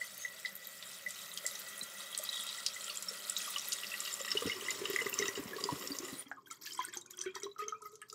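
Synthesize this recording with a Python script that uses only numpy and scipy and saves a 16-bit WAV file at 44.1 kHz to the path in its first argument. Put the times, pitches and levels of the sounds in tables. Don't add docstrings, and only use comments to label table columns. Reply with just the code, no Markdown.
import sys
import numpy as np
from scipy import signal
from scipy.fft import rfft, irfft, next_fast_len
from scipy.io import wavfile
from scipy.ndimage import uniform_filter1d

SR = 44100
rng = np.random.default_rng(int(sys.argv[2]) if len(sys.argv) > 2 else 0)


def master_out(mix):
    frames = np.transpose(np.atleast_2d(mix))
    ceiling = np.clip(frames, -1, 1)
    pcm = np.round(ceiling * 32767).astype(np.int16)
    wavfile.write(sys.argv[1], SR, pcm)


N = 358974
TIME = np.arange(N) / SR

SHUT_S, SHUT_FADE_S = 6.225, 0.026

# time_s, level_db
VALVE_CURVE = [(0, -52), (1.25, -52), (1.6, -49), (2.6, -52), (3.6, -49), (4.2, -49.5), (5.15, -50.5),
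               (5.45, -50), (5.95, -51), (6.2, -50)]
# frequency_hz, relative_db
HISS_SPECTRUM = [(40, -61), (75, -34), (115, -16), (300, 2.5), (550, 4.5), (800, -2.5), (1000, -1),
                 (1300, 7.5), (2400, 6.5), (3500, 1.5), (8500, -0.5), (11500, -5), (15000, 3)]
# frequency_hz, width_hz, relative_db
VALVE_MODES = [(9150, 450, -9), (9700, 510, -7.5), (10430, 550, -7), (11750, 670, -1), (12600, 550, 7),
               (13400, 410, 6), (14300, 550, -2), (14900, 550, 5)]
MIST_DB = -5
# centre_s, breadth_s, pitch_hz, width_hz, level_db
SIZZLES = [(0.22, 0.045, 6450, 300, -49), (1.4, 0.5, 13500, 450, -62), (4.0, 0.17, 12700, 600, -59),
           (4.15, 0.39, 11930, 500, -60), (4.8, 0.8, 14800, 500, -66), (5.1, 0.15, 13600, 600, -54),
           (5.9, 0.13, 13500, 600, -55), (6.203, 0.017, 9380, 550, -41.5)]

# time_s, level_db
SPLASH_CURVE = [(0, -45.5), (1.2, -46.5), (2.4, -40.5), (4.1, -40), (5.2, -42.5), (5.4, -44.5),
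                (5.9, -45.5), (6.15, -47)]
# frequency_hz, relative_db
SPATTER_SPECTRUM = [(200, -4), (800, -2), (1200, 6), (2400, -5.5), (3600, 6), (7000, 6.5), (10000, 4),
                    (15500, -17)]
# frequency_hz, relative_db
PRICKLE_SPECTRUM = [(500, -14), (1200, -0.5), (2400, -4.5), (3700, 2.5), (6000, 1.5), (9000, 6), (12000, 2),
                    (15500, -1)]
SPATTER_DB, PRICKLE_DB = -7.5, -5.5
# frequency_hz, width_hz, relative_db
TANK_MODES = [(198.7, 30, 14), (395, 14, 4), (596, 113, 10.5), (1390, 42, 0), (1936, 140, 6.5)]
# frequency_hz, width_hz, relative_db
STANDING_WAVES = [(1275, 160, -8), (1946, 76, -9.5), (2610, 89, -11.5), (3235, 110, -7.5), (3377, 86, -8.5),
                  (3773, 58, -1), (4020, 40, -24), (4880, 93, -21), (5550, 120, -21), (6270, 140, -14.5),
                  (7140, 220, -13), (7750, 270, -9)]
# time_s, relative_db
DEPTH_CURVE = [(0, 6), (2.2, 11), (4.2, 5), (5.6, -2), (7.3, 8.5)]

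# time_s, pitch_hz
PIPE_PITCH = [(0, 190.6), (4.6, 199.4), (6.25, 272), (6.92, 342), (7.65, 423.3), (8.14, 425.8)]
MURMUR_DB, MURMUR_THIRD_DB = -75, -74.5
DRAIN_DB, DRAIN_THIRD_DB = -71.5, -85.5
DRAIN_FOLLOWS = 0.12
MATCH_HZ, MATCH_WIDTH_HZ, MATCH_DB = 1261, 16, 27
# frequency_hz, width_hz, relative_db
PIPE_OVERTONES = [(1191, 214, -1), (1940, 220, 0), (2856, 470, -2.5), (3790, 106, 0.5), (4710, 160, -2.5),
                  (5340, 440, -2.5), (7140, 840, -3.5)]
# time_s, relative_db
PIPE_RINGING_CURVE = [(0, -34), (3.3, -15), (3.9, 1), (4.25, 4.5), (4.5, 0.5), (4.75, 1), (5.25, 5),
                      (5.45, -5), (6.1, 1.5), (6.25, -47)]
PIPE_STREAM_DB, PIPE_SPLASH_DB = -39.5, 3

# start_s, pitch_hz, level_db, life_s
BUBBLES = [(0.013, 1972, -31, 0.0085), (0.249, 1970, -30.5, 0.0071), (0.449, 1993, -29.5, 0.0076),
           (0.458, 1960, -37, .005), (1.063, 1965, -31, 0.0077), (1.374, 3240, -33, 0.0032),
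           (1.374, 4580, -42, 0.0038), (1.445, 570, -43, 0.0054), (1.453, 1970, -36, 0.0061),
           (1.812, 3980, -32, 0.0043), (2.195, 598, -42, 0.012), (2.29, 3940, -28, 0.0035),
           (2.37, 3370, -32.5, 0.0032), (2.399, 3380, -33, 0.0033), (2.582, 1944, -39, .005),
           (2.762, 1990, -38, 0.0074), (2.896, 2780, -40, 0.0039), (2.899, 4460, -35.5, .004),
           (3.085, 5440, -29.5, 0.0046), (3.11, 477, -47.5, 0.0086), (3.476, 1170, -40, 0.0095),
           (3.561, 2950, -26.5, 0.0033), (3.562, 1146, -39.5, 0.0075), (3.917, 2650, -35.5, 0.0061),
           (3.938, 1926, -35.5, 0.0061), (4.206, 530, -39.5, 0.0063), (4.278, 1873, -34.5, 0.0043),
           (4.315, 5290, -28.5, 0.0054), (4.371, 2890, -24.5, 0.0065), (4.421, 1170, -38, .006),
           (4.497, 2090, -29, 0.0052), (4.517, 2880, -30.5, 0.0055), (4.663, 2850, -38, 0.0048),
           (4.684, 2004, -27.5, 0.0054), (4.988, 2010, -26, .0056), (5.008, 1980, -34, 0.0041),
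           (5.013, 2880, -36, 0.0054), (5.065, 1985, -29.5, 0.0042), (5.067, 1190, -37, 0.0054),
           (5.129, 2730, -31, 0.0032), (5.198, 2090, -34, 0.0061), (5.224, 1946, -29, 0.0062),
           (5.236, 1340, -40, 0.0051), (5.283, 1927, -32, 0.0076), (5.356, 2870, -36.5, 0.0039),
           (5.532, 1690, -37, 0.0066), (5.583, 1100, -40, 0.009), (5.689, 980, -26.5, 0.0046),
           (5.719, 1070, -39, 0.0069), (5.918, 4650, -33, 0.0044), (6.314, 775, -39.5, 0.0029),
           (6.316, 1580, -36, 0.0058), (6.37, 1210, -49.5, 0.0088), (6.381, 1070, -48.5, 0.0082),
           (6.459, 3220, -53.5, 0.006), (6.471, 1540, -51, 0.0058), (6.511, 1310, -44, 0.0092),
           (6.671, 1710, -41.5, 0.0047), (6.708, 3080, -42, .005), (6.751, 1050, -56, .006),
           (6.791, 1001, -27, 0.0068), (6.803, 3200, -38.5, .004), (6.806, 1650, -42, 0.0038),
           (6.813, 2080, -38, 0.0034), (6.821, 3220, -41, 0.0042), (6.843, 1460, -40.5, 0.0062),
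           (6.885, 1740, -42, 0.0045), (6.937, 1540, -46.5, 0.0056), (6.964, 840, -48.5, 0.0079),
           (7.017, 3800, -49, 0.0042), (7.058, 1450, -56, 0.0042), (7.075, 2400, -61, .007),
           (7.135, 3300, -49, .005), (7.14, 1440, -55, 0.0062), (7.178, 3250, -48, 0.0046),
           (7.208, 3200, -42, .005), (7.238, 1660, -47, .006), (7.261, 2260, -44, 0.0054),
           (7.263, 1490, -43.5, 0.0075), (7.285, 2340, -50, 0.013), (7.361, 990, -39.5, 0.0052),
           (7.365, 1820, -46, 0.0065), (7.419, 2150, -51, .007), (7.442, 3910, -40.5, 0.0039),
           (7.465, 1057, -41.5, 0.0064), (7.492, 3880, -61, .004), (7.514, 3880, -49.5, 0.0055),
           (7.562, 1290, -45.5, 0.0053), (7.601, 2570, -53, 0.0046), (7.617, 1750, -48, .006),
           (7.626, 1970, -53, 0.0051), (7.635, 2205, -51, 0.009), (7.638, 3180, -48, .005),
           (7.654, 3200, -57, 0.0039), (7.686, 3080, -49, .006), (7.743, 2320, -60, 0.023),
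           (7.808, 980, -56, 0.011), (7.855, 2010, -54, .008), (8.016, 3080, -55, 0.0041),
           (8.024, 1690, -44, 0.0046)]
BUBBLE_RISE_OCTAVES_PER_S = 2.75
RING_HZ, RING_WIDTH_HZ, RING_DB, RING_RETURN_S = 1975, 30, -7, 0.013
# start_s, pitch_hz, level_db, spray_db (against level_db)
SLAPS = [(0.178, 12800, -37, -3), (0.553, 12800, -33, -7), (0.564, 13500, -35, -10),
         (0.671, 13700, -32, -10), (1.106, 7570, -34, -4), (1.4638, 7300, -24.5, -5.5),
         (1.553, 5660, -32.5, -13), (1.778, 9800, -34, -14), (1.8298, 8100, -32.5, -16),
         (2.148, 4140, -31.5, -3), (2.1765, 8300, -23.5, -11), (2.187, 7500, -31, -1.5),
         (2.238, 11700, -28.5, -14), (2.437, 13500, -36, -4), (2.49, 3850, -28, -12),
         (2.528, 4000, -33.5, -8), (2.6628, 4970, -22.5, 0), (2.972, 7270, -26, -16),
         (3.024, 7100, -32.5, 1.5), (3.2972, 7530, -21.5, -9.5), (3.319, 7600, -40, -5),
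         (3.3653, 3750, -22, -20), (3.384, 13700, -31, -12), (3.503, 14900, -32, -7),
         (3.583, 5500, -30, -4), (3.5956, 5660, -29.5, -12), (3.685, 12600, -27, -12),
         (3.7203, 4650, -40, 10.5), (3.8338, 2770, -34, -3), (3.8434, 2640, -34, -6),
         (3.94, 2560, -29.5, -13), (4.0033, 7440, -28, -5), (4.0598, 3000, -34, -9),
         (4.128, 7200, -34, -16), (4.139, 7260, -30.5, -4.5), (4.2143, 7130, -34.5, -19),
         (4.3046, 5370, -32, -18), (4.6104, 2920, -35.5, -23), (4.7054, 6920, -27, -6.5),
         (4.9, 13400, -30, -12), (4.961, 2080, -21, -14), (4.9615, 6600, -34.5, -1),
         (5.096, 13400, -31, -4), (5.14, 7230, -30, -5), (5.189, 5930, -16.5, -17),
         (5.2813, 5780, -22, -16.5), (5.639, 4740, -21.5, -9.5), (5.8734, 5420, -30, -5.5),
         (5.9865, 6130, -26.5, -6.5), (6.315, 1530, -27.5, -34), (6.5113, 6930, -33.5, -12),
         (6.7336, 6960, -39, -3), (6.85, 8450, -29, -15), (6.9716, 6180, -29, -8), (7.012, 7200, -39, -12),
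         (7.061, 6450, -45, -7), (7.1716, 8900, -43, -4), (7.238, 8500, -44, -8), (7.4, 6660, -42, -14),
         (7.421, 7600, -44, -15), (7.1082, 6760, -40, -6), (7.19, 5950, -30.5, -17),
         (7.2138, 5820, -25, -14), (7.353, 5660, -35, -8), (7.4327, 5660, -31.5, -9),
         (7.6825, 6120, -26.5, -24), (7.9548, 6140, -46, -1.5), (8.0168, 8240, -39.5, -13),
         (8.0992, 4800, -38.5, -6), (8.1274, 6800, -40, -5)]
LIGHT_SLAPS_PER_S, LIGHT_SLAP_DB, LIGHT_SLAP_SPREAD_DB = 11, 1.5, 4.5
REBOUND_S, REBOUND_DB, REBOUND_DECAY_S, TWIN_DB = 0.01, -12.5, 0.001, -11.5
# start_s, decay_s, low_hz, high_hz, level_db
SPLATTERS = [(0.458, 0.011, 3000, 5170, -38), (1.084, 0.027, 3000, 11000, -46.5),
             (1.334, 0.01, 6300, 11400, -40.5), (1.373, 0.0071, 3000, 10700, -34.5),
             (1.465, 0.025, 3900, 10500, -41.5), (1.59, 0.011, 7000, 14500, -39.5),
             (1.684, 0.009, 5470, 10900, -39), (2.373, 0.022, 3070, 4460, -51),
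             (2.667, 0.0092, 3880, 5540, -33), (2.895, 0.016, 2370, 4800, -40),
             (3.367, 0.016, 3630, 8600, -34.5), (3.726, 0.0068, 2380, 7900, -30),
             (3.867, 0.0062, 3500, 6300, -38), (4.072, 0.012, 2190, 5200, -39.5),
             (4.315, 0.009, 1070, 6400, -33.5), (4.373, 0.011, 2500, 5960, -39),
             (4.468, 0.06, 1120, 5950, -41.5), (4.706, 0.0088, 1900, 6050, -35),
             (5.22, 0.013, 1100, 6500, -41), (6.658, 0.022, 2020, 7700, -41.5),
             (7.208, 0.017, 4000, 9100, -43), (7.819, 0.0048, 4960, 10800, -48),
             (8.016, 0.011, 1450, 3140, -50)]
SPLATTER_ATTACK_S, SPLATTER_CLUMP_DB = 0.0009, 4.5

# time_s, level_db
GURGLE_CURVE = [(0, -99), (4.25, -71), (4.38, -60), (5.75, -56), (6.1, -62), (6.3, -74.5), (7.0, -72),
                (8.14, -81)]
# frequency_hz, relative_db
CHURN_SPECTRUM = [(25, -39), (60, -29.5), (110, 0), (170, -13.5), (300, 4), (420, 5.5), (560, -14),
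                  (750, -19), (1050, 7), (1600, -18), (4000, -48)]
# start_s, pitch_hz, level_db, thump_db (against level_db)
GULPS = [(1.821, 204, -54.5, -1), (4.351, 407, -31.5, -13), (4.421, 467, -32.5, -24), (4.455, 193, -37, 3),
         (4.47, 450, -33, -11), (4.622, 407, -39.5, -27), (4.815, 396, -34, -14), (4.838, 415, -38, -17),
         (4.899, 392, -31.5, -32), (4.937, 382, -34, -24), (5.016, 450, -35, -25), (5.06, 398, -32, -14),
         (5.196, 414, -31.5, -17), (5.218, 400, -32, -16), (5.242, 370, -37, -18), (5.284, 383, -35, -18),
         (5.375, 395, -34.5, -22), (5.392, 285, -34.5, -7), (5.455, 233, -47, 3), (5.562, 416, -36, -28),
         (5.653, 397, -37, -22), (5.721, 298, -33.5, 0.5), (5.904, 284, -36, -13), (6.0, 316, -39.5, -20),
         (6.03, 362, -39, -20), (6.125, 267, -42, -6.5)]
GULP_LIFE_S, GULP_RISE_OCTAVES_PER_LIFE = 0.0087, 0.024
THUMP_DECAY_S, GULP_FROTH_DB, GULP_FROTH_DECAY_S = 0.009, -15, 0.0098
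CHURN_DB, BLIPS_DB, FROTH_DB = 3.5, 0.5, 2.5
FROTH_THINS_S, FROTH_FALL_DB_PER_S = 5.16, 19

# start_s, length_s, dribble_db, fine_spray_db
SPURTS = [(6.253, 0.019, -49, -92.5), (6.274, 0.0058, -85.5, -56), (6.461, 0.01, -60, -58),
          (6.5, 0.021, -42.5, -46), (6.612, 0.14, -50, -47.5), (6.769, 0.11, -43, -47),
          (6.924, 0.019, -37.5, -44), (7.098, 0.011, -48.5, -51), (7.174, 0.042, -46, -69),
          (7.248, 0.027, -42.5, -66), (7.342, 0.017, -39.5, -45.5), (7.419, 0.024, -44.5, -60),
          (7.581, 0.039, -38, -51), (7.676, 0.02, -45.5, -65), (7.82, 0.048, -63.5, -58),
          (7.913, 0.011, -76, -56.5), (8.082, 0.068, -76, -58)]
SPURT_ATTACK_S, SPURT_FALL_DB_PER_S = 0.0073, 389
SEEP_DB, SEEP_SPRAY_DB = -72, -75
# frequency_hz, relative_db
DRIBBLE_SPECTRUM = [(250, -8), (700, -1), (1100, -26), (1600, 31), (2300, 24), (3200, 18), (4200, -11),
                    (6500, 1), (9000, -8), (15000, 9)]
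# frequency_hz, relative_db
FINE_SPRAY_SPECTRUM = [(2500, -33), (4500, 11), (7000, 9.5), (10000, -4.5), (13000, 8), (15000, -1)]
# frequency_hz, width_hz, relative_db
TRICKLE_MODES = [(1570, 150, -15), (2160, 150, 5), (3180, 110, 7)]
# start_s, fundamental_db, third_harmonic_db, ring_s
PIPE_DRIPS = [(6.262, -51.5, -65, 0.0044), (6.51, -61, -63, 0.0048), (6.716, -65, -77, 0.014),
              (6.88, -49, -70, 0.0055), (6.967, -45, -77, 0.0038), (7.189, -52, -58, 0.013),
              (7.26, -33, -66, 0.01), (7.359, -45, -60, 0.0095), (7.433, -37, -76, 0.017),
              (7.456, -39.5, -74, 0.0071), (7.59, -53, -37.5, 0.021), (7.621, -41.5, -42, 0.024),
              (7.677, -42, -39.5, 0.0094), (7.723, -67, -34, 0.013), (7.743, -65, -41.5, 0.011),
              (7.822, -59.5, -49, 0.015), (7.853, -66, -44.5, 0.02), (7.93, -54.5, -63, 0.012),
              (8.017, -63, -48.5, 0.014), (8.127, -54, -45.5, 0.0072)]

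# frequency_hz, relative_db
AMBIENCE_SPECTRUM = [(30, -22), (70, 0), (120, 16.5), (300, 3.5), (700, -2.5), (2000, -27), (15000, -25)]
CUTOFF_HZ = 15600


def from_db(db):
    return 10 ** (np.asarray(db) / 20)


def rms_one(x):
    return x / np.sqrt(np.mean(x ** 2) + 1e-20)


def in_time(rows):
    time_s, *columns = np.transpose(rows)
    return [np.interp(TIME, time_s, column) for column in columns]


def add(out, start_s, sound):
    at = int(np.clip(start_s * SR, 0, N - 1))
    out[at:at + len(sound)] += sound[:N - at]


def colour(x, spectrum):
    hz, db = np.transpose(spectrum)
    size = next_fast_len(N + 4096)
    bins_hz = np.maximum(np.fft.rfftfreq(size, 1 / SR), 1)
    gain = from_db(np.interp(np.log(bins_hz), np.log(hz), db))
    return rms_one(irfft(rfft(x, size) * gain, size)[:N])


def drift(rate_hz):
    r = np.exp(-80 * np.pi * rate_hz / SR)
    noise = rng.standard_normal(N // 40 + 2002)
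    slow = signal.lfilter([1], [1, -2 * r, r * r], noise)[2000:]
    return np.interp(np.arange(N) / 40, np.arange(len(slow)), rms_one(slow))


def resonate(x, hz, width_hz):
    r = np.exp(-np.pi * width_hz / SR)
    poles = [1, -2 * r * np.cos(2 * np.pi * hz / SR), r * r]
    return (1 - r * r) / 2 * signal.lfilter([1, 0, -1], poles, x)


def tank_modes(x):
    return rms_one(x + sum(from_db(db) * resonate(x, hz, width_hz) for hz, width_hz, db in TANK_MODES))


def impacts(per_s, spread_db):
    sizes = from_db(spread_db * np.minimum(rng.exponential(1, N), 3.5))
    return (rng.random(N) < per_s / SR) * sizes * rng.choice([-1, 1], N)


def spray(per_s, spread_db, burst_s):
    r = np.exp(-1 / (burst_s * SR))
    power = signal.lfilter([1], [1, -r], impacts(per_s, spread_db) ** 2 + 1e-12)
    return rms_one(np.sqrt(power) * rng.standard_normal(N))


def droplets(per_s, spread_db, burst_s, count=6):
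    edges_hz = np.geomspace(800, 16000, count + 1)
    total = np.zeros(N)
    for pair in zip(edges_hz, edges_hz[1:]):
        band = signal.butter(2, pair, "band", fs=SR, output="sos")
        total += signal.sosfilt(band, spray(per_s, spread_db, burst_s))
    return rms_one(total)


def burst(low_hz, high_hz, decay_s, attack_s=0.00041):
    t = TIME[:SR // 8]
    band = signal.butter(2, [low_hz, min(high_hz, .45 * SR)], "band", fs=SR, output="sos")
    noise = rng.standard_normal(len(t))
    envelope = (1 - np.exp(-t / attack_s)) * np.exp(-t / decay_s)
    return signal.sosfilt(band, noise * envelope) / np.std(signal.sosfilt(band, noise))


def bubble(hz, life_s, rise_octaves, swell=0.39, shape=0.68):
    age = np.arange(int(5 * life_s * SR) + 2) / (life_s * SR)
    envelope = (age / swell * np.exp(1 - age / swell)) ** shape
    return envelope * np.sin(2 * np.pi * np.cumsum(hz * 2 ** (rise_octaves * age)) / SR)


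def bubble_cloud(per_s, low_hz, high_hz, cycles, spread_db, count):
    out = np.zeros(N)
    for when, kept, size, strength, damping, rise in rng.random((count, 6)):
        if kept < per_s * N / SR / count:
            hz = low_hz * (high_hz / low_hz) ** size
            life_s = cycles * (.5 + damping) / np.sqrt(hz * high_hz)
            gain = from_db(-spread_db * np.log(strength + .035))
            add(out, when * N / SR, gain * bubble(hz, life_s, 0.019 * rise))
    return rms_one(out)


def mist():
    out = 0
    for hz, width_hz, db in VALVE_MODES:
        collapses = spray(per_s=130, spread_db=4.0, burst_s=0.003)
        out = out + from_db(db) * resonate(resonate(collapses, hz, width_hz), hz, width_hz)
    return rms_one(out)


def filling():
    splash_db, = in_time(SPLASH_CURVE)
    hiss_db, = in_time(VALVE_CURVE)
    valve = from_db(-20 * np.maximum(TIME - SHUT_S, 0) / SHUT_FADE_S)
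    hiss = tank_modes(colour(rng.standard_normal(N), HISS_SPECTRUM))
    drops = droplets(per_s=130, spread_db=4.2, burst_s=0.004, count=18)
    ticks = 0.65 * spray(per_s=450, spread_db=3.0, burst_s=0.0012)
    beads = bubble_cloud(per_s=1100, low_hz=2300, high_hz=11500, cycles=8, spread_db=5.5, count=10000)
    spatter = from_db(SPATTER_DB) * tank_modes(colour(drops, SPATTER_SPECTRUM))
    prickle = from_db(PRICKLE_DB) * tank_modes(colour(ticks + beads, PRICKLE_SPECTRUM))
    valve_noise = from_db(hiss_db) * (hiss + from_db(MIST_DB) * mist())
    jet = from_db(splash_db + 2.14 * drift(5)) * (spatter + prickle)
    return valve * (valve_noise + jet)


def hand_held(x, swell_db=2.5, swell_rate_hz=1.0):
    out, samples = x.copy(), np.arange(N)
    treble = signal.sosfilt(signal.butter(2, 4000, "high", fs=SR, output="sos"), x)
    for trip_s in np.geomspace(.0011, .0047, 4):
        lag = (trip_s + .00004 * drift(0.12)) * SR
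        out += 0.22 * np.interp(samples - lag, samples, treble)
    waves = 0
    for hz, width_hz, db in STANDING_WAVES:
        waves = waves + from_db(db + swell_db * drift(swell_rate_hz)) * resonate(x, hz, width_hz)
    depth_db, = in_time(DEPTH_CURVE)
    return from_db(-6.0) * (out + from_db(depth_db) * waves)


def overflow_pipe(flow, sway_hz=10, flutter_hz=45, flutter=0.43):
    hz, = in_time(PIPE_PITCH)
    phase = 2 * np.pi * np.cumsum(hz * (1 + 0.01444 * drift(10.7))) / SR
    shut = np.clip((TIME - SHUT_S) / SHUT_FADE_S, 0, 1)
    surge = (flow / from_db(SEEP_DB)) ** DRAIN_FOLLOWS
    out = 0
    for harmonic, open_db, shut_db in ((1, MURMUR_DB, DRAIN_DB), (3, MURMUR_THIRD_DB, DRAIN_THIRD_DB)):
        match_db = MATCH_DB * np.exp(-((harmonic * hz - MATCH_HZ) / MATCH_WIDTH_HZ) ** 2)
        uneven_db = 4.5 * drift(9)
        feed = (1 - shut) * from_db(open_db) + shut * surge * from_db(shut_db)
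        feed = feed * from_db(match_db + uneven_db)
        for wave in (np.sin, np.cos):
            sway = drift(sway_hz * harmonic) + flutter * drift(flutter_hz)
            out = out + feed * sway * wave(harmonic * phase)
    return out


def pipe_ringing(splashes):
    level_db, = in_time(PIPE_RINGING_CURVE)
    stream = from_db(PIPE_STREAM_DB) * spray(per_s=110, spread_db=5.0, burst_s=0.0034)
    feed = from_db(level_db) * (stream + from_db(PIPE_SPLASH_DB) * splashes)
    out = 0
    for hz, width_hz, db in PIPE_OVERTONES:
        ring = resonate(resonate(feed, hz, width_hz), hz, width_hz)
        out = out + from_db(db + 2.0 * drift(7.3)) * ring
    return out


def plops(froth_db=-27):
    out = np.zeros(N)
    chances = rng.standard_normal((len(BUBBLES), 2))
    for (start_s, hz, db, life_s), (late, detune) in zip(BUBBLES, chances):
        rise = BUBBLE_RISE_OCTAVES_PER_S * life_s
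        add(out, start_s, from_db(db) * bubble(hz, life_s, rise))
        froth = burst(max(0.5 * hz, 1100), 2 * hz + 2500, life_s)
        add(out, start_s, from_db(db + froth_db) * froth)
        twin = bubble(hz * (1.003 + 0.041 * detune), 0.48 * life_s, rise)
        add(out, start_s + REBOUND_S + 0.000986 * late, from_db(db + TWIN_DB) * twin)
    add(out, RING_RETURN_S, from_db(RING_DB) * resonate(out, RING_HZ, RING_WIDTH_HZ))
    return out


def light_slaps(low_hz=2900, high_hz=9500, spray_db=-4, count=200):
    when, kept, size = rng.random((count, 3)).T
    start_s = when * SHUT_S
    splash_db = np.interp(start_s, *np.transpose(SPLASH_CURVE))
    db = splash_db + LIGHT_SLAP_DB + LIGHT_SLAP_SPREAD_DB * rng.standard_normal(count)
    hz = low_hz * (high_hz / low_hz) ** size
    rows = np.column_stack([start_s, hz, db, np.full(count, spray_db)])
    return rows[kept < LIGHT_SLAPS_PER_S * SHUT_S / count]


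def slaps(life_s=0.002, splash_s=0.0038):
    out = np.zeros(N)
    for start_s, hz, db, spray_db in [*SLAPS, *light_slaps()]:
        add(out, start_s, from_db(db - 2.5) * bubble(hz, life_s, 0.04))
        add(out, start_s, from_db(db + spray_db) * burst(hz * 0.69, hz * 1.475, splash_s))
        rebound = burst(hz * 0.92, hz * 1.18, REBOUND_DECAY_S)
        add(out, start_s + REBOUND_S, from_db(db + REBOUND_DB) * rebound)
    return out


def valve_singing():
    out = np.zeros(N)
    for centre_s, breadth_s, hz, width_hz, db in SIZZLES:
        swell = np.exp(-((TIME - centre_s) / breadth_s) ** 2)
        flicker = from_db(3.5 * drift(9) - 1)
        narrow = resonate(resonate(rng.standard_normal(N), hz, width_hz), hz, width_hz)
        out += from_db(db) * swell * flicker * rms_one(narrow)
    return out


def splatters(count=5):
    out, t = np.zeros(N), TIME[:SR // 4]
    for start_s, decay_s, low_hz, high_hz, db in SPLATTERS:
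        edges_hz = np.geomspace(low_hz, min(high_hz, .45 * SR), count + 1)
        patter = 0
        for pair in zip(edges_hz, edges_hz[1:]):
            clumps = rms_one(uniform_filter1d(rng.standard_normal(len(t)), size=130))
            grains = rng.standard_normal(len(t)) * from_db(SPLATTER_CLUMP_DB * clumps)
            band = signal.butter(2, pair, "band", fs=SR, output="sos")
            patter = patter + signal.sosfilt(band, grains)
        envelope = (1 - np.exp(-t / SPLATTER_ATTACK_S)) * np.exp(-t / decay_s)
        add(out, start_s, from_db(db) * rms_one(patter) * envelope)
    return out


def gurgling():
    gurgle_db, = in_time(GURGLE_CURVE)
    churn = spray(per_s=220, spread_db=2.5, burst_s=0.008)
    blips = bubble_cloud(per_s=110, low_hz=350, high_hz=520, cycles=3.2, spread_db=2.5, count=1200)
    froth = bubble_cloud(per_s=420, low_hz=1000, high_hz=3400, cycles=7, spread_db=4.0, count=4000)
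    thinning_db = np.maximum(TIME - FROTH_THINS_S, 0) * FROTH_FALL_DB_PER_S
    out = from_db(gurgle_db + CHURN_DB) * tank_modes(colour(churn, CHURN_SPECTRUM))
    out += from_db(gurgle_db + BLIPS_DB) * blips * (TIME < SHUT_S)
    out += from_db(gurgle_db + FROTH_DB - thinning_db) * froth
    for start_s, hz, db, thump_db in GULPS:
        thump = burst(low_hz=91, high_hz=285, decay_s=THUMP_DECAY_S)
        breakup = burst(low_hz=1050, high_hz=3000, decay_s=GULP_FROTH_DECAY_S)
        add(out, start_s, from_db(db) * bubble(hz, GULP_LIFE_S, GULP_RISE_OCTAVES_PER_LIFE))
        add(out, start_s, from_db(db + thump_db) * thump)
        add(out, start_s, from_db(db + GULP_FROTH_DB) * breakup)
    return out


def spurt(start_s, length_s):
    attack = np.clip((TIME - start_s) / SPURT_ATTACK_S, 0, 1)
    return attack * from_db(-SPURT_FALL_DB_PER_S * np.clip(TIME - start_s - length_s, 0, 1))


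def tube_flow():
    dribble, fine = from_db(SEEP_DB), from_db(SEEP_SPRAY_DB)
    for start_s, length_s, dribble_db, spray_db in SPURTS:
        envelope = spurt(start_s, length_s)
        dribble = dribble + from_db(dribble_db) * envelope
        fine = fine + from_db(spray_db) * envelope
    return dribble, fine


def trickling(flow, spray_flow):
    drops = droplets(per_s=220, spread_db=4.0, burst_s=0.0035, count=16)
    specks = droplets(per_s=90, spread_db=5.5, burst_s=0.002, count=20)
    beads = bubble_cloud(per_s=900, low_hz=1100, high_hz=4600, cycles=14, spread_db=4.6, count=9000)
    dribble = beads + 0.35 * colour(drops, DRIBBLE_SPECTRUM)
    ringing = dribble.copy()
    for hz, width_hz, db in TRICKLE_MODES:
        ringing += from_db(db) * resonate(dribble, hz, width_hz)
    trickle = flow * from_db(-9.5) * rms_one(ringing)
    return (TIME > SHUT_S) * (trickle + spray_flow * colour(specks, FINE_SPRAY_SPECTRUM))


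def pipe_drips(waver=0.011, waver_hz=28, flutter_db=2.5):
    out = np.zeros(N)
    for start_s, first_db, third_db, ring_s in PIPE_DRIPS:
        hz = np.interp(start_s, *np.transpose(PIPE_PITCH))
        add(out, start_s, from_db(first_db) * bubble(hz, ring_s, 0, swell=0.65, shape=0.53))
        add(out, start_s, from_db(third_db) * bubble(3 * hz, ring_s, 0))
    lag = waver / (2 * np.pi * waver_hz) * SR * drift(waver_hz)
    wavering = np.interp(np.arange(N) - lag, np.arange(N), out)
    return from_db(flutter_db * drift(waver_hz)) * wavering


def echoes(x, first_s, t60_s, wall_hz, count=12):
    t, out = TIME[:SR // 4], np.zeros(N)
    dull = signal.butter(1, min(wall_hz, .45 * SR), fs=SR, output="sos")
    step = N // count + 1
    for k in range(count + 1):
        at = np.arange(max(k - 1, 0) * step, min((k + 1) * step, N))
        tail = rng.standard_normal(len(t)) * (t > first_s) * from_db(-60 * t / t60_s)
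        response = signal.sosfilt(dull, tail / np.linalg.norm(tail))
        piece = x[at] * np.cos(np.pi / 2 * (at / step - k))
        add(out, at[0] / SR, signal.fftconvolve(piece, response))
    return out


def scene():
    air = from_db(-76.5) * colour(rng.standard_normal(N), AMBIENCE_SPECTRUM)
    flow, spray_flow = tube_flow()
    running = hand_held(filling() + trickling(flow, spray_flow)) + valve_singing() + gurgling()
    splashes = slaps() + splatters()
    pipe = overflow_pipe(flow) + pipe_drips() + pipe_ringing(splashes)
    water = running + pipe + plops() + splashes
    tank = from_db(-10.0) * echoes(water, first_s=0.00499, t60_s=0.11, wall_hz=7950)
    bathroom = from_db(-20) * echoes(water, first_s=0.03, t60_s=0.11, wall_hz=4940)
    return (water + tank + bathroom + air)[None]


def record(dry):
    thin = signal.sosfilt(signal.butter(2, 60, "high", fs=SR, output="sos"), dry)
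    return signal.sosfilt(signal.ellip(10, .1, 80, CUTOFF_HZ, fs=SR, output="sos"), thin)


dry = scene()
out = record(dry)
master_out(out)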